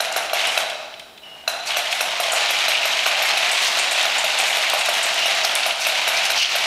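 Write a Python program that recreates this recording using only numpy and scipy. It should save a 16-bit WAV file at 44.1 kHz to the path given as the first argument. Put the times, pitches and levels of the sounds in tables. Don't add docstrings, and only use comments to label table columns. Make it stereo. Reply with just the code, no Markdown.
import sys
import numpy as np
from scipy import signal
from scipy.io import wavfile
from scipy.ndimage import uniform_filter1d

SR = 44100
rng = np.random.default_rng(int(sys.argv[2]) if len(sys.argv) > 2 else 0)


def store_pcm(level_fs):
    pcm = np.round(np.clip(level_fs, -1, 1) * 32767).astype(np.int16)
    wavfile.write(sys.argv[1], SR, np.atleast_2d(pcm).T)


N = 293706
TIME = np.arange(N) / SR

# (frequency [Hz], relative level [dB per Hz])
RASP_COLOUR = [(30, -57), (120, -35), (300, -23), (600, -13), (1050, -6), (1400, -6), (1750, -3.5),
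               (2300, 1), (2850, 1.5), (3400, -1.5), (4000, -1), (5000, -5.5), (6500, -8.5), (9000, -18.5),
               (15000, -49)]
# (frequency [Hz], relative level [dB per Hz])
SCRAPE_COLOUR = [(60, -61), (500, -13), (3000, 1), (5000, 8.5), (6500, 9.5), (8500, 6), (10500, 3),
                 (12500, -3), (14000, -7), (15500, -19)]
# (time [s], level [dB])
SCUFFS = [(0.535, -29.5), (1.67, -27.5), (1.925, -29), (3.26, -28), (3.61, -32), (3.67, -28.5), (4.48, -26),
          (4.52, -36), (4.8, -33), (4.94, -29), (5.81, -26), (6.255, -27)]


def gears():
    teeth = in_room(contacts(per_s=2000, spread_db=2.5, flutter_db=3.0, flutter_s=0.01), wet_db=-4.5)
    slips = chirps(per_s=110, width_s=0.0011, low_hz=2073, high_hz=3740)

    rasp_drive = amp(-1.0) * drive(fall_db_per_s=56)
    rasp_jolts = amp(-21.0) * jolts(rise_s=0.0044, fall_db_per_s=60)
    rasp = colour(teeth, RASP_COLOUR) + amp(-8.5) * slips
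    rasp *= np.hypot(rasp_drive, rasp_jolts)

    scrape_drive = amp(-13.5) * drive(fall_db_per_s=66)
    scrape_jolts = amp(-24.0) * jolts(rise_s=0.006, fall_db_per_s=106)
    flares = sum(amp(db) * swell(s, s, rise_s=0.02, fall_db_per_s=170) for s, db in SCUFFS)
    scrape_level = np.hypot(np.hypot(scrape_drive, scrape_jolts), flares)
    scrape = colour(teeth, SCRAPE_COLOUR) * scrape_level

    _, gears_gain = gliding()
    return (rasp + scrape) * gears_gain


def chirps(per_s, width_s, low_hz, high_hz, spread_db=3, count=24):
    t = np.arange(1200) / SR
    out = np.zeros(N)
    force = amp(spread_db * np.minimum(rng.exponential(1, N), 3)) * (rng.random(N) < per_s / SR)
    tooth = rng.integers(0, count, N)
    for k, hz in enumerate(np.geomspace(low_hz, high_hz, count)):
        chirp = np.sin(2 * np.pi * hz * t) * t * np.exp(-t / width_s)
        out += signal.oaconvolve(force * (tooth == k), chirp)[:N]
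    return unit(out)


# (start [s], end [s], relative level [dB])
RUNS = [(0.0, 0.2, -26), (0.374, 0.563, -22.5), (1.25, 1.467, -45.5), (1.697, 2.317, -24.5),
        (2.364, 6.66, -20.5)]
SPIN_UP_S = 0.067


def drive(fall_db_per_s):
    s, *_, load_db = np.transpose(STRIDES)
    stride = np.interp(TIME, np.append(s, TIME[-1]), np.arange(len(s) + 1))
    stride_load_db = load_db[np.minimum(stride.astype(int), len(s) - 1)]
    push_db = abs(np.sin(np.pi * stride)) * stride_load_db
    spells = [amp(db) * swell(start, end, SPIN_UP_S, fall_db_per_s) for start, end, db in RUNS]
    return np.max(spells, axis=0) * amp(push_db)


def jolts(rise_s, fall_db_per_s):
    shakes = [amp(thump_db) * swell(s + rise_s, s + rise_s, rise_s, fall_db_per_s)
              for s, thump_db, *_ in STRIDES]
    return np.max(shakes, axis=0)


# (start [s], end [s], change of the body [dB], change of the gears [dB])
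GLIDE = (6.39, 6.5, -16, -3.5)


def gliding():
    start, end, body_db, gears_db = GLIDE
    sliding = swell(start, end, rise_s=0.012, fall_db_per_s=400)
    return amp(body_db * sliding), amp(gears_db * sliding)


# (frequency [Hz], relative level [dB per Hz])
BODY_COLOUR = [(30, -56), (90, -37.5), (135, -49), (170, -28), (300, -26.5), (430, -23), (540, -16),
               (625, -3), (720, -4), (850, -5.5), (1050, -12.5), (1400, -13.5), (2200, -17.5), (6000, -73)]


def body(follow=0.59):
    judder = in_room(contacts(per_s=220, spread_db=1.0, flutter_db=2.0, flutter_s=0.018), wet_db=-3.5)
    motor_shake = amp(-19.0) * drive(fall_db_per_s=74) ** follow
    foot_shake = amp(-23.0) * jolts(rise_s=0.008, fall_db_per_s=37)
    body_gain, _ = gliding()
    return colour(judder, BODY_COLOUR) * np.hypot(motor_shake, foot_shake) * body_gain


# (frequency [Hz], relative level [dB], time to fall by 60 dB [s])
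SHELL_MODES = [(526, -6, 0.0095), (657, -0.5, 0.029), (767, -1.5, 0.01), (1202, 4, 0.0034),
               (1448, 4, 0.006)]
# (frequency [Hz], relative level [dB], time to fall by 60 dB [s])
LEG_MODES = [(2350, -10, 0.015), (2648, -2.5, 0.017), (3430, -6, 0.0069), (3980, -4.5, 0.013),
             (5680, -4, 0.0055), (6240, -8, 0.0057), (6770, -20.5, 0.017)]
# (frequency [Hz], relative level [dB], time to fall by 60 dB [s])
SPRING_MODES = [(5500, 0, .035), (7200, -3, .025), (8450, -1, .025), (9330, 0, .02), (10550, 1, .02),
                (10880, 0, .025), (11700, 0, .022), (12400, -1, .016), (12870, -1, .025), (13280, -1, .02),
                (13950, -8, .012)]
# (time [s], relative level of shell thump [dB], of leg snap [dB], of spring [dB],
# extra gear load in the push that follows [dB])
STRIDES = [(0.003, -8, -14.5, -27, -2.5), (0.161, -6.5, -19, -25.5, -5), (0.331, -7, -18, -27, 1),
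           (0.471, -15, -24, -41, -0.5), (0.574, -6.5, -14.5, -27.5, -4), (1.476, -8.5, -12, -28, 0),
           (1.767, -9, -18.5, -26.5, -1.5), (2.006, -9, -16.5, -25, -1.5), (2.198, -8, -22, -25.5, 3),
           (2.332, -8.5, -22, -28.5, 2), (2.504, -13, -22, -26, 0.5), (2.68, -11, -15.5, -26.5, 0),
           (2.852, -13, -19, -28, 0.5), (3.061, -8, -21, -29.5, 0), (3.22, -13, -18, -26.5, 1.5),
           (3.371, -14, -17, -28, 1.5), (3.529, -16.5, -22, -35, 1.5), (3.77, -13, -21, -32, 0.5),
           (3.917, -13, -23, -30, 2.5), (4.052, -10, -15, -33, 1), (4.239, -12.5, -20, -29.5, 0),
           (4.397, -12, -20, -30, 0), (4.566, -15.5, -26, -30, 0), (4.733, -8, -27, -26.5, -1),
           (4.886, -7.5, -31, -28, -1), (5.054, -13, -29, -33, 1), (5.256, -10.5, -17, -28.5, 0.5),
           (5.445, -10, -18, -27.5, -1.5), (5.661, -9.5, -19, -26.5, -4), (5.866, -12, -21, -25, -1),
           (6.075, -7, -16, -25, -1), (6.301, -10.5, -18, -28, -0.5), (6.553, -10.5, -23, -27, -1.5)]


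def strides(lowest_hz=450):
    thumps, legs, buzz = np.zeros((3, N))
    for s, thump_db, snap_db, spring_db, _ in STRIDES:
        thump = ring(SHELL_MODES, scatter_db=2.0, detune=0.015)
        add(thumps, s + 0.0005, amp(thump_db - 8.5) * crest(thump))

        leg = ring(LEG_MODES, scatter_db=1.5, detune=0.012)
        leg = signal.fftconvolve(leg, chatter(fade_s=0.0014, db=-4))
        add(legs, s + 0.0018, amp(snap_db - 2.0) * crest(leg))
        rebound_s = 0.0032 * rng.uniform(0.8, 1.2)
        add(legs, s + rebound_s, amp(snap_db - 1.5) * crest(leg))

        spring = ring(SPRING_MODES, scatter_db=2, detune=0.0054)
        spring = signal.fftconvolve(spring, chatter(fade_s=0.011, db=17))
        coils = snap(low_hz=7650, high_hz=12500, fade_s=0.0034)
        add(buzz, s + 0.002, amp(spring_db - 0.5) * crest(spring))
        add(buzz, s + 0.0027, amp(spring_db - 11) * crest(coils))
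    heard = in_room(thumps, wet_db=-2.0) + in_room(legs, wet_db=-6.5) + in_room(buzz, wet_db=-1.5)
    radiation = signal.butter(3, lowest_hz, "high", fs=SR, output="sos")
    return signal.sosfilt(radiation, heard)


# (frequency [Hz], relative level [dB per Hz])
SKID_COLOUR = [(400, -29), (1500, -10), (3000, -11), (4200, 9.5), (6000, 5), (8000, -10), (11000, -16),
               (15000, -19)]
# (start [s], length [s], relative level [dB])
SKIDS = [(0.364, 0.016, -25), (1.661, 0.053, -31), (1.907, 0.02, -25), (2.985, 0.015, -37),
         (3.268, .06, -27), (3.422, .04, -34), (3.637, 0.067, -25.5), (5.142, 0.14, -34),
         (5.434, .025, -25), (5.8, 0.064, -27.5), (6.165, 0.015, -21), (6.235, 0.044, -27),
         (6.345, 0.11, -23.5), (6.495, 0.041, -27.5)]


def skids():
    grit = colour(contacts(per_s=3900, spread_db=4.0, flutter_db=3.0, flutter_s=0.0059), SKID_COLOUR)
    slip = np.zeros(N)
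    for s, length_s, db in SKIDS:
        count = max(int(length_s * SR), 100)
        add(slip, s, amp(db) * signal.windows.tukey(count, 0.5))
    return in_room(grit * slip, wet_db=-7.5)


# (time [s], level [dB])
TICKS = [(0.1246, -23.5), (0.4715, -20), (0.699, -30.5), (0.996, -37.5), (2.9861, -33), (3.6194, -27),
         (3.647, -24), (4.029, -21), (4.6997, -19.5), (4.86, -21), (5.1427, -25), (5.1936, -29),
         (5.3503, -25), (5.553, -14.5)]
# (time [s], level [dB])
CATCHES = [(0.298, -21.5), (0.46, -26), (0.702, -24), (0.940, -30.5), (0.998, -31), (1.177, -38),
           (1.707, -17), (1.735, -20.5), (1.872, -22), (1.927, -15), (2.753, -12), (2.992, -15.5),
           (4.53, -16), (5.32, -19), (5.633, -16.5), (5.708, -15.5), (5.850, -21), (5.956, -20),
           (6.178, -18), (6.456, -20)]


def ticks():
    bright, dull = np.zeros((2, N))
    for s, db in TICKS:
        tick = snap(low_hz=3480, high_hz=10500, fade_s=0.0018)
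        add(bright, s, amp(db) * crest(tick))
    for s, db in CATCHES:
        catch = snap(low_hz=2130, high_hz=3760, fade_s=0.006)
        add(dull, s - 0.001, amp(db) * crest(catch))
    return in_room(bright, wet_db=-2) + in_room(dull, wet_db=-11.5)


# (frequency [Hz], relative level [dB], time to fall by 60 dB [s])
BELL_MODES = [(6950, 0, .04), (7150, -1, .025), (8020, -2, .03), (8300, 1, .025), (9330, -10, .035),
              (10600, -11, .03), (11700, -15, .03)]
# (time [s], relative level [dB])
TINKLES = [(2.320, -17), (3.515, -20), (3.789, -21), (3.912, -21.5), (4.183, -19.5), (4.388, -19),
           (4.792, -24.5), (5.030, -19.5)]


def bell():
    out = np.zeros(N)
    for s, db in TINKLES:
        tinkle = ring(BELL_MODES, scatter_db=1.5, detune=0.0058)
        tinkle = signal.fftconvolve(tinkle, chatter(fade_s=0.0076, db=25))
        jangle = snap(low_hz=6550, high_hz=9300, fade_s=0.015)
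        add(out, s - 0.002, amp(db - 5.0) * crest(tinkle))
        add(out, s - 0.002, amp(db - 7.5) * crest(jangle))
    return in_room(out, wet_db=-1)


# (start [s], end [s], pitch [Hz], level [dB], pitch waver [share of the pitch])
SQUEAKS = [(0.456, 0.512, 3030, -27, 0.043), (1.216, 1.345, 2880, -42, 0.026),
           (1.31, 1.45, 2850, -46.5, 0.012), (2.73, 2.768, 2710, -23, 0.042),
           (5.16, 5.285, 2890, -27, 0.037), (5.846, 5.877, 2720, -24, .04), (6.138, 6.205, 2340, -27, 0.04),
           (6.365, 6.461, 2975, -21.5, 0.1)]


def axle(overtone_db=-18, judder_db=2.5):
    out = np.zeros(N)
    for start, end, hz, db, waver in SQUEAKS:
        count = max(int((end - start) * SR), 300)
        drift, grip = (unit(uniform_filter1d(v, size=120))[:count] for v in rng.standard_normal((2, SR)))
        phase = 2 * np.pi * np.cumsum(hz * (1 + waver * drift)) / SR
        upper = np.sin(1.87 * phase)
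        whistle = (np.sin(phase) + amp(overtone_db) * upper) * amp(judder_db * grip)
        add(out, start, amp(db) * unit(whistle * signal.windows.tukey(count, 0.3)))
    return in_room(out, wet_db=-11)


# (frequency [Hz], relative level [dB per Hz])
HUSH_COLOUR = [(20, -1), (60, 2.5), (110, 4), (200, 7), (400, 9), (1000, 0), (3000, -22), (8000, -6),
               (13000, -8.5), (15500, -11)]


def hush():
    drift = unit(uniform_filter1d(rng.standard_normal(N), size=600))
    whine_hz = 15140 + 25 * drift
    whine = amp(-70) * np.sin(2 * np.pi * np.cumsum(whine_hz) / SR)
    air = amp(-53.0) * colour(rng.standard_normal(N), HUSH_COLOUR)
    return air + whine


# (frequency [Hz], time to fall by 60 dB [s])
ROOM = [(150, 0.91), (600, 1.3), (2500, 1.56), (4500, 1.84), (7000, 0.78), (10000, 0.56), (15000, 0.066)]


def echo(x, count=60000):
    taps = rng.standard_normal(count) * (rng.random(count) < 4000 / SR)
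    hz, t, z = signal.stft(taps, SR, nperseg=256)
    fade = np.exp(-np.log(1000) * t / read(ROOM, hz)[:, None])
    build_up = np.minimum(t / 0.0028, 1)
    tail = signal.istft(z * fade * build_up, SR, nperseg=256)[1]
    return signal.fftconvolve(x, tail / np.linalg.norm(tail))[:N]


def in_room(x, wet_db, count=3):
    places = [np.cos(np.pi * (TIME * 1.283 + k / count)) * np.sqrt(2 / count) for k in range(count)]
    return x + amp(wet_db) * sum(echo(x * place) for place in places)


def contacts(per_s, spread_db, flutter_db, flutter_s):
    force = amp(spread_db * np.minimum(rng.exponential(1, N), 3)) * rng.choice([-1, 1], N)
    train = force * (rng.random(N) < per_s / SR)
    knots = np.arange(int(N / SR / flutter_s) + 2) * flutter_s
    load = np.interp(TIME, knots, rng.uniform(-1.46, 1.53, len(knots)))
    return unit(train * amp(flutter_db * load))


def ring(modes, scatter_db, detune, count=6000):
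    hz, db, t60 = np.transpose(modes)[:, :, None]
    t = np.arange(count) / SR
    strength, shift = rng.standard_normal((2, len(hz), 1))
    side = (-1) ** np.arange(len(hz))[:, None]
    waves = side * np.sin(2 * np.pi * hz * (1 + detune * shift) * t)
    fade = np.exp(-np.log(1000) * t / t60)
    return (amp(db + scatter_db * strength) * fade * waves).sum(0)


def chatter(fade_s, db, count=4000):
    flurry = rng.standard_normal(count) * np.exp(-np.arange(count) / SR / fade_s)
    flurry *= amp(db) / np.linalg.norm(flurry)
    flurry[0] = 1
    return flurry


def snap(low_hz, high_hz, fade_s):
    band = signal.butter(2, [low_hz, min(high_hz, SR / 2 - 1)], "band", fs=SR, output="sos")
    return signal.sosfilt(band, chatter(fade_s, db=39))


def swell(start, end, rise_s, fall_db_per_s):
    rise = np.clip(1 + (TIME - start) / rise_s, 0, 1)
    return rise * amp(-fall_db_per_s * np.maximum(TIME - end, 0))


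def colour(x, spectrum, size=4096):
    log_gain = np.log(amp(read(spectrum, abs(np.fft.fftfreq(size, 1 / SR)))))
    taps = np.fft.ifft(np.exp(np.conj(signal.hilbert(log_gain)))).real
    return unit(signal.oaconvolve(x, taps[:size // 2])[:N])


def read(points, hz):
    f, value = np.transpose(points)
    return np.interp(np.log(hz + 1), np.log(f + 1), value)


def amp(db):
    return 10 ** (np.asarray(db) / 20)


def unit(x):
    return x / np.sqrt(np.mean(x ** 2) + 1e-20)


def crest(x, size=130):
    return x / np.sqrt(uniform_filter1d(x ** 2, size).max())


def add(mix, s, sound):
    part = mix[max(round(s * SR), 0):][:len(sound)]
    part += sound[:len(part)]


def scene():
    mono = gears() + body() + strides() + skids() + ticks() + bell() + axle() + hush()
    return np.array([mono, mono])


def record(dry, edge_hz=15700):
    low_pass = signal.firwin(511, edge_hz, window=("kaiser", 9), fs=SR)
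    return signal.oaconvolve(dry, low_pass[None], "same")


dry = scene()
out = record(dry)
store_pcm(out)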